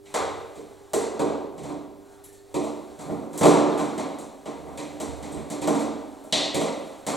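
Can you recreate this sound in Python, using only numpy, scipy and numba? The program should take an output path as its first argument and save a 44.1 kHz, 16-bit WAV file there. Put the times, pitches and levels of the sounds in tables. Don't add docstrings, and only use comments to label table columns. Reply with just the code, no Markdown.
import sys
import numpy as np
from scipy import signal
from scipy.fft import rfft, irfft, next_fast_len
from scipy.io import wavfile
from numba import njit

SR = 44100
rng = np.random.default_rng(int(sys.argv[2]) if len(sys.argv) > 2 else 0)


def file_out(sig):
    cols = np.atleast_2d(sig).T
    lim = np.clip(cols, -1, 1)
    pcm = np.round(lim * 32767).astype(np.int16)
    wavfile.write(sys.argv[1], SR, pcm)


N = 315756
SIZE = next_fast_len(N + 2 * SR)
FREQ = np.arange(SIZE // 2 + 1) * SR / SIZE


def undb(db):
    return 10 ** (np.asarray(db) / 20)


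def on_hz(table, hz):
    freqs, values = np.transpose(sorted(table))
    return np.interp(np.log(hz + 1), np.log(freqs + 1), values)


def colour(x, table):
    hz = np.arange(len(x) // 2 + 1) * SR / len(x)
    return irfft(rfft(x) * undb(on_hz(table, hz)), len(x))


def level(x, db):
    return x * undb(db) / np.sqrt(np.mean(x ** 2))


def resonate(x, hz, q):
    return signal.lfilter(*signal.iirpeak(hz, q, SR), x)


def background():
    # pitch in Hz, rms level in dB.
    tones = [(96.9, -63), (301.5, -60.5), (398.4, -51)]
    # frequency in Hz, relative level in dB.
    air_spectrum = [(30, -9.5), (60, -3), (170, -14), (400, -5.5), (1000, -21), (2000, -29), (8000, -31),
                    (16000, -31)]
    waver_db, waver_hz = 1.5, 0.61
    sink_start_s, sink_length_s, sink_db = 2.8, 0.3, -7
    t = np.arange(SIZE) / SR
    hum = np.zeros(SIZE)
    for hz, db in tones:
        waver = waver_db * np.sin(2 * np.pi * (waver_hz * t + rng.random()))
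        hum += np.sqrt(2) * undb(db + waver) * np.sin(2 * np.pi * hz * t)
    hum *= undb(sink_db * np.clip((t - sink_start_s) / sink_length_s, 0, 1))
    air, other_air = (level(colour(rng.standard_normal(SIZE), air_spectrum), db=-57) for _ in range(2))
    return microphone_ports(rfft(air + hum), rfft(other_air))


def brush():
    # time in seconds, level in dB.
    strokes = [(0, -100), (.06, -81.5), (.8, -88), (1.9, -96), (2.1, -86.5), (2.35, -100), (2.5, -86),
               (3.1, -83), (3.29, -89), (3.4, -65), (3.5, -82), (3.7, -76), (4.3, -88.5), (5.3, -80.5),
               (5.6, -91), (6.0, -85.5), (6.901, -80.5), (7.16, -89)]
    times, db = np.transpose(strokes)
    clicks = (rng.random(N) < .06) * rng.standard_normal(N)
    clicks *= undb(1.6 * rng.exponential(size=N))
    clicks = colour(clicks, [(200, -17), (700, 24), (2000, 4.5), (4500, -1), (8000, -4)])
    return level(clicks, db=0) * undb(np.interp(np.arange(N) / SR, times, db))


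def burst(t, length_s):
    fade = np.exp(-1.5 * t / length_s)
    noise = rng.standard_normal(len(t)) * fade
    for _ in range(3):
        flat_spectrum = np.exp(1j * np.angle(rfft(noise * fade)))
        noise = irfft(flat_spectrum) * (t < t[-1] / 2)
    noise *= np.sqrt(fade)
    return noise / np.sqrt(np.sum(noise ** 2))


def knock(thud_db, thud_tilt, crack_db, crack_tilt, contact_s):
    # frequency in Hz, relative band level in dB.
    thud_bands = [(160, -14), (330, -3), (850, 0), (1200, -5.5), (1500, -12.5)]
    crack_bands = [(2000, -4.5), (3900, -1.2), (7500, 0), (12500, -5)]
    thud_pivot_hz, crossover_hz, crack_pivot_hz = 397, 1500, 5020
    t = np.arange(4096) / SR
    hz = np.arange(len(t) // 2 + 1) * SR / len(t)
    crack_s = 0.0066 * 2 ** (-max(crack_tilt, 0) / 2.5)
    thud = signal.lfilter(*signal.butter(2, crossover_hz, fs=SR), burst(t, contact_s))
    crack = signal.lfilter(*signal.butter(2, crossover_hz, "high", fs=SR), burst(t, crack_s))
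    phase = np.angle(rfft(thud + crack))
    bands = [(f, db + thud_db + thud_tilt * np.log2(f / thud_pivot_hz)) for f, db in thud_bands]
    bands += [(f, db + crack_db + crack_tilt * np.log2(f / crack_pivot_hz)) for f, db in crack_bands]
    density = [(f, db - 10 * np.log10(f / SR)) for f, db in bands]
    density += [(74.6, density[0][1] - 15)]
    log_gain = on_hz(density, hz) * np.log(10) / 20
    half = len(hz) - 2
    causal_fold = np.r_[1, 2 * np.ones(half), 1, np.zeros(half)]
    cepstrum = irfft(log_gain) * causal_fold
    return irfft(np.exp(1j * phase + rfft(cepstrum))) * (t < t[-1] / 2)


def shell(x):
    # pitch in Hz, width in Hz, gain in dB.
    wall_modes = [(296, 31.5, -2), (461, 23, -5), (570, 31, -2.5), (630, 63, 1), (773, 21, -0.5),
                  (949, 36, -3), (1044, 41, -1.5), (1188, 42, -5), (2024, 150, 4.5), (2260, 450, 2.5)]
    return x + sum(undb(db) * resonate(x, hz, q=hz / width) for hz, width, db in wall_modes)


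def knocks():
    # start in seconds, thud level in dB, thud tilt in dB per octave,
    # crack level in dB, crack tilt in dB per octave, contact length in seconds.
    blows = [(0.057, -73, -14.5, -62.5, -4.5, 0.019), (0.141, -33, 7, -38.5, -1.2, 0.021),
             (0.556, -50, -3.5, -61.5, 1, 0.028), (0.934, -32, 3, -38.5, 3.8, 0.0079),
             (1.147, -42, 0, -67, 0.7, 0.016), (1.194, -26.5, 0.5, -45, -1.2, 0.022),
             (1.579, -46, -2.5, -58.5, -0.2, 0.0054), (1.633, -40, -0.5, -56, -0.5, 0.022),
             (1.686, -39.5, -0.6, -59.5, -0.5, 0.027), (2.24, -67, 0, -62.5, 3.5, 0.017),
             (2.329, -80, -1, -67, 7.5, 0.012), (2.542, -30, -1, -46, -0.1, 0.012),
             (2.639, -39, 0.4, -55, 2, 0.0026), (2.99, -43.4, 2.2, -56, 0, 0.024),
             (3.008, -61, 3, -61.5, 5.5, 0.011), (3.095, -34, -2.5, -69.5, -9, 0.013),
             (3.219, -44.5, -0.5, -79, -5, 0.013), (3.332, -43, 0.5, -56, 2.4, 0.02),
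             (3.377, -47, 2, -45.5, 8, 0.0083), (3.411, -19, 0.2, -38.5, -2.5, 0.035),
             (3.432, -14.5, -0.5, -31, -1.7, 0.012), (3.454, -13.5, 1.5, -30, 0.7, 0.0142),
             (3.467, -23.5, 0.5, -35, 1.5, 0.012), (3.776, -42, 8, -48, 0.5, 0.016),
             (3.796, -32.8, -3, -48, -0.5, 0.022), (3.978, -31.5, 0, -47, -2, 0.015),
             (4.187, -44.5, 0.5, -55, 4.5, 0.034), (4.457, -38.5, 0.8, -54.5, -3, 0.042),
             (4.667, -46.5, 2.2, -75, -11, 0.031), (4.775, -40.5, 0.5, -48, -0.8, 0.026),
             (5.001, -37, 0.5, -46.5, 2.5, 0.0089), (5.227, -41, -1, -53, -1.5, 0.028),
             (5.322, -39.5, -5, -58.5, 3.5, 0.016), (5.367, -42.5, -1, -60.5, -5.5, 0.01),
             (5.501, -36, -1, -47, 2, 0.032), (5.617, -34.5, -0.8, -45.5, -0.2, 0.018),
             (5.674, -23, 0, -39.5, 1, 0.016), (5.745, -36.3, -2.3, -48.5, 0.5, 0.018),
             (5.794, -47, -4.5, -50, 2.5, 0.01), (6.241, -53, 0, -72, 14.5, 0.01),
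             (6.325, -30, 0.2, -36, -3, 0.0092), (6.545, -28.5, -2.5, -38.1, -0.5, 0.016),
             (6.608, -31, 1, -44, 0.7, 0.013), (7.066, -30.5, 1, -40, 0.7, 0.035),
             (7.097, -39, 2, -49, 2, 0.017)]
    # time in seconds, pitch in Hz, gain in dB.
    hollow = [(0, 455, 7.5), (.9, 419, 14), (1.3, 424, -1), (1.7, 305, -9), (2.5, 366, 3.5),
              (3.2, 244, -20), (3.45, 377, -3), (4.0, 263, -8), (4.5, 310, -8), (5.7, 296, -3.5),
              (6.3, 650, 3.5), (7.16, 332, -21)]
    times, hollow_hz, hollow_db = np.transpose(hollow)
    places = np.zeros((3, N + SR))
    for k, (start_s, *blow) in enumerate(blows):
        hit = knock(*blow)
        ring = resonate(hit, np.interp(start_s, times, hollow_hz), q=1 / 0.12)
        ring *= undb(np.interp(start_s, times, hollow_db))
        start = int(start_s * SR)
        places[k % 3, start:start + len(hit)] += hit + ring
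    return shell(places[:, :N])


def steps():
    # start in seconds, peak level in dB.
    footfalls = [(0.204, -74), (0.331, -76.5), (0.953, -76), (1.21, -82), (3.1, -73.5), (3.44, -72),
                 (5.081, -70), (5.36, -72), (5.848, -78.5), (6.329, -87)]
    push_s = 0.01
    push = np.sin(2 * np.pi * np.arange(int(push_s * SR)) / (push_s * SR))
    heels = np.zeros(N)
    for start_s, db in footfalls:
        heels[int(start_s * SR)] = undb(db)
    return np.convolve(heels, push)[:N]


def drag():
    # start in seconds, hold in seconds, level in dB before the shell rings.
    shifts = [(1.588, 0.034, -81.5), (3.063, 0.046, -74.5), (3.35, 0.21, -87), (4.562, 1.1, -80)]
    rise_db_per_s, fall_db_per_s = 115, 82
    t = np.arange(N) / SR
    slips = (rng.random(N) < .004) * rng.standard_normal(N)
    slips = colour(slips, [(80, -8), (170, 1), (300, -2), (700, 2.5), (1200, -21), (3000, -34)])
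    push = np.zeros(N)
    for start_s, hold_s, db in shifts:
        before_s, after_s = np.maximum(start_s - t, 0), np.maximum(t - start_s - hold_s, 0)
        push += undb(db - rise_db_per_s * before_s - fall_db_per_s * after_s)
    return shell(level(slips, db=0)) * push


def squeaks():
    # start in seconds, pitch in Hz, length in seconds, level at the source in dB.
    rubs = [(1.96, 1480, 0.2, -95), (2.236, 11400, 0.013, -72), (2.17, 1800, 0.25, -98),
            (2.329, 4470, 0.028, -97), (5.315, 8400, 0.013, -80)]
    out = np.zeros(N)
    for start_s, hz, length_s, db in rubs:
        start, n = int(start_s * SR), int(length_s * SR)
        tone = resonate(rng.standard_normal(SR // 2), hz, q=30)[-n:]
        out[start:start + n] += level(tone, db) * np.hanning(n)
    return out


def snap():
    start_s, ring_hz, width_hz = 6.325, 3670, 2500
    click = undb(-35.5) * (np.arange(N) == int(start_s * SR))
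    q = ring_hz / width_hz
    return resonate(resonate(click, ring_hz, q), ring_hz, q) * SR / width_hz


def room_echo():
    # frequency in Hz, gain in dB.
    diffuse = [(40, -14), (300, 0), (600, -1), (1200, 0.5), (8000, 1), (14000, -2.5)]
    # frequency in Hz, seconds to fade by 60 dB.
    decay_times = [(60, 1.), (250, 1), (1000, 0.97), (3000, 0.89), (8000, 0.52), (15000, 0.23)]
    # pitch in Hz, relative level in dB, seconds to fade by 60 dB.
    standing_waves = [(75.3, 7.5, 1.1), (94.7, 0.5, 0.8), (140.7, 1, 0.63), (169.8, 3.5, 0.48),
                      (224.9, 5.5, 0.83), (273.6, -0.5, 1.28), (296, 5, 0.86), (367, 2.5, 1.15),
                      (408.6, 1, 0.86), (461.6, -3, 0.89), (541, -1, 0.97), (621.5, -9.5, 1.2),
                      (730, -2, 1.1), (788, 2, 0.4)]
    early_db, early_s, build_s = 1, 0.0021, 0.0027
    t = np.arange(65536) / SR
    hz = np.arange(len(t) // 2 + 1) * SR / len(t)
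    scatter = rfft(rng.standard_normal(len(t))) * undb(on_hz(diffuse, hz))
    echo = np.zeros(len(t))
    for octave in np.arange(5, 14.6, .5):
        band = np.clip(1 - 2 * np.abs(np.log2(hz + 1) - octave), 0, 1)
        echo += irfft(scatter * band) * undb(-60 * t / on_hz(decay_times, 2 ** octave))
    echo *= 1 + undb(early_db) * np.exp(-t / early_s)
    for wave_hz, db, t60 in standing_waves:
        phase, place = rng.random(2)
        strength = undb(db - 22.5 - 4 * place)
        echo += strength * np.sin(2 * np.pi * (wave_hz * t + phase)) * undb(-60 * t / t60)
    return echo * (1 - np.exp(-t / build_s))


def microphone_ports(common, unrelated):
    # frequency in Hz, share of power common to both ports.
    likeness = [(30, 0.7), (60, 0.25), (130, 0.55), (290, 1), (640, 0.82), (1200, 0.68), (2000, 0.64),
                (3200, 0.97), (6500, 1), (8000, 0.99), (10000, 0.36), (15000, .2)]
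    # frequency in Hz, the left's lead in radians.
    lead = [(30, 1), (60, 3.4), (130, 0.89), (500, 0.85), (1800, 0.55), (3500, 0.022), (8000, 0.018),
            (10000, 1.1), (11500, 1.7)]
    # frequency in Hz, left minus right in dB.
    balance = [(30, -1), (60, -8.5), (130, -5), (250, -5), (400, -3), (700, 0.4), (4000, 0), (8000, 0),
               (15000, 0.5)]
    share = on_hz(likeness, FREQ)
    lean = undb(on_hz(balance, FREQ) / 2)
    shifted = common * np.exp(-1j * on_hz(lead, FREQ))
    right = np.sqrt(share) * shifted + np.sqrt(1 - share) * unrelated
    return np.array([irfft(common * lean, SIZE)[:N], irfft(right / lean, SIZE)[:N]])


def scene():
    # frequency in Hz, gain in dB.
    direct_path = [(300, 15), (1500, 16.5), (6000, 17.5), (12000, 23)]
    # frequency in Hz, gain in dB.
    mic_response = [(30, -12), (70, 1), (160, 5), (300, -0.5), (1200, -3.5), (1600, -2.5), (2900, -3),
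                    (4000, 4), (5100, -3.5), (5900, 3), (6500, 1.5), (7500, 7), (10500, 4.5), (13000, 2),
                    (16000, -7)]
    direct, mic = undb(on_hz(direct_path, FREQ)), undb(on_hz(mic_response, FREQ))
    places = knocks()
    places[0] += steps() + snap()
    places[1] += brush() + squeaks()
    places[2] += drag()
    spectra = [rfft(place, SIZE) for place in places]
    direct_and_room = sum(spectrum * (rfft(room_echo(), SIZE) + direct) for spectrum in spectra)
    room_only = sum(spectrum * rfft(room_echo(), SIZE) for spectrum in spectra)
    return microphone_ports(direct_and_room * mic, room_only * mic) + background()


@njit
def follow(x, attack, release):
    out, envelope = np.empty(len(x)), 0.
    for i in range(len(x)):
        envelope += (x[i] - envelope) * (attack if x[i] > envelope else release)
        out[i] = envelope
    return out


def record(dry):
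    threshold_db, ratio, attack_s, release_s = -20.5, 1.532, 0.0019, 0.029
    top_hz = 15900
    envelope = follow(np.abs(dry).max(axis=0), 1 / (attack_s * SR), 1 / (release_s * SR))
    gain = np.minimum(1, undb(threshold_db) / (envelope + 1e-9)) ** (1 - 1 / ratio)
    lowpass = signal.ellip(10, .2, 60, top_hz, fs=SR, output="sos")
    return signal.sosfilt(lowpass, dry * gain)


dry = scene()
out = record(dry)
file_out(out)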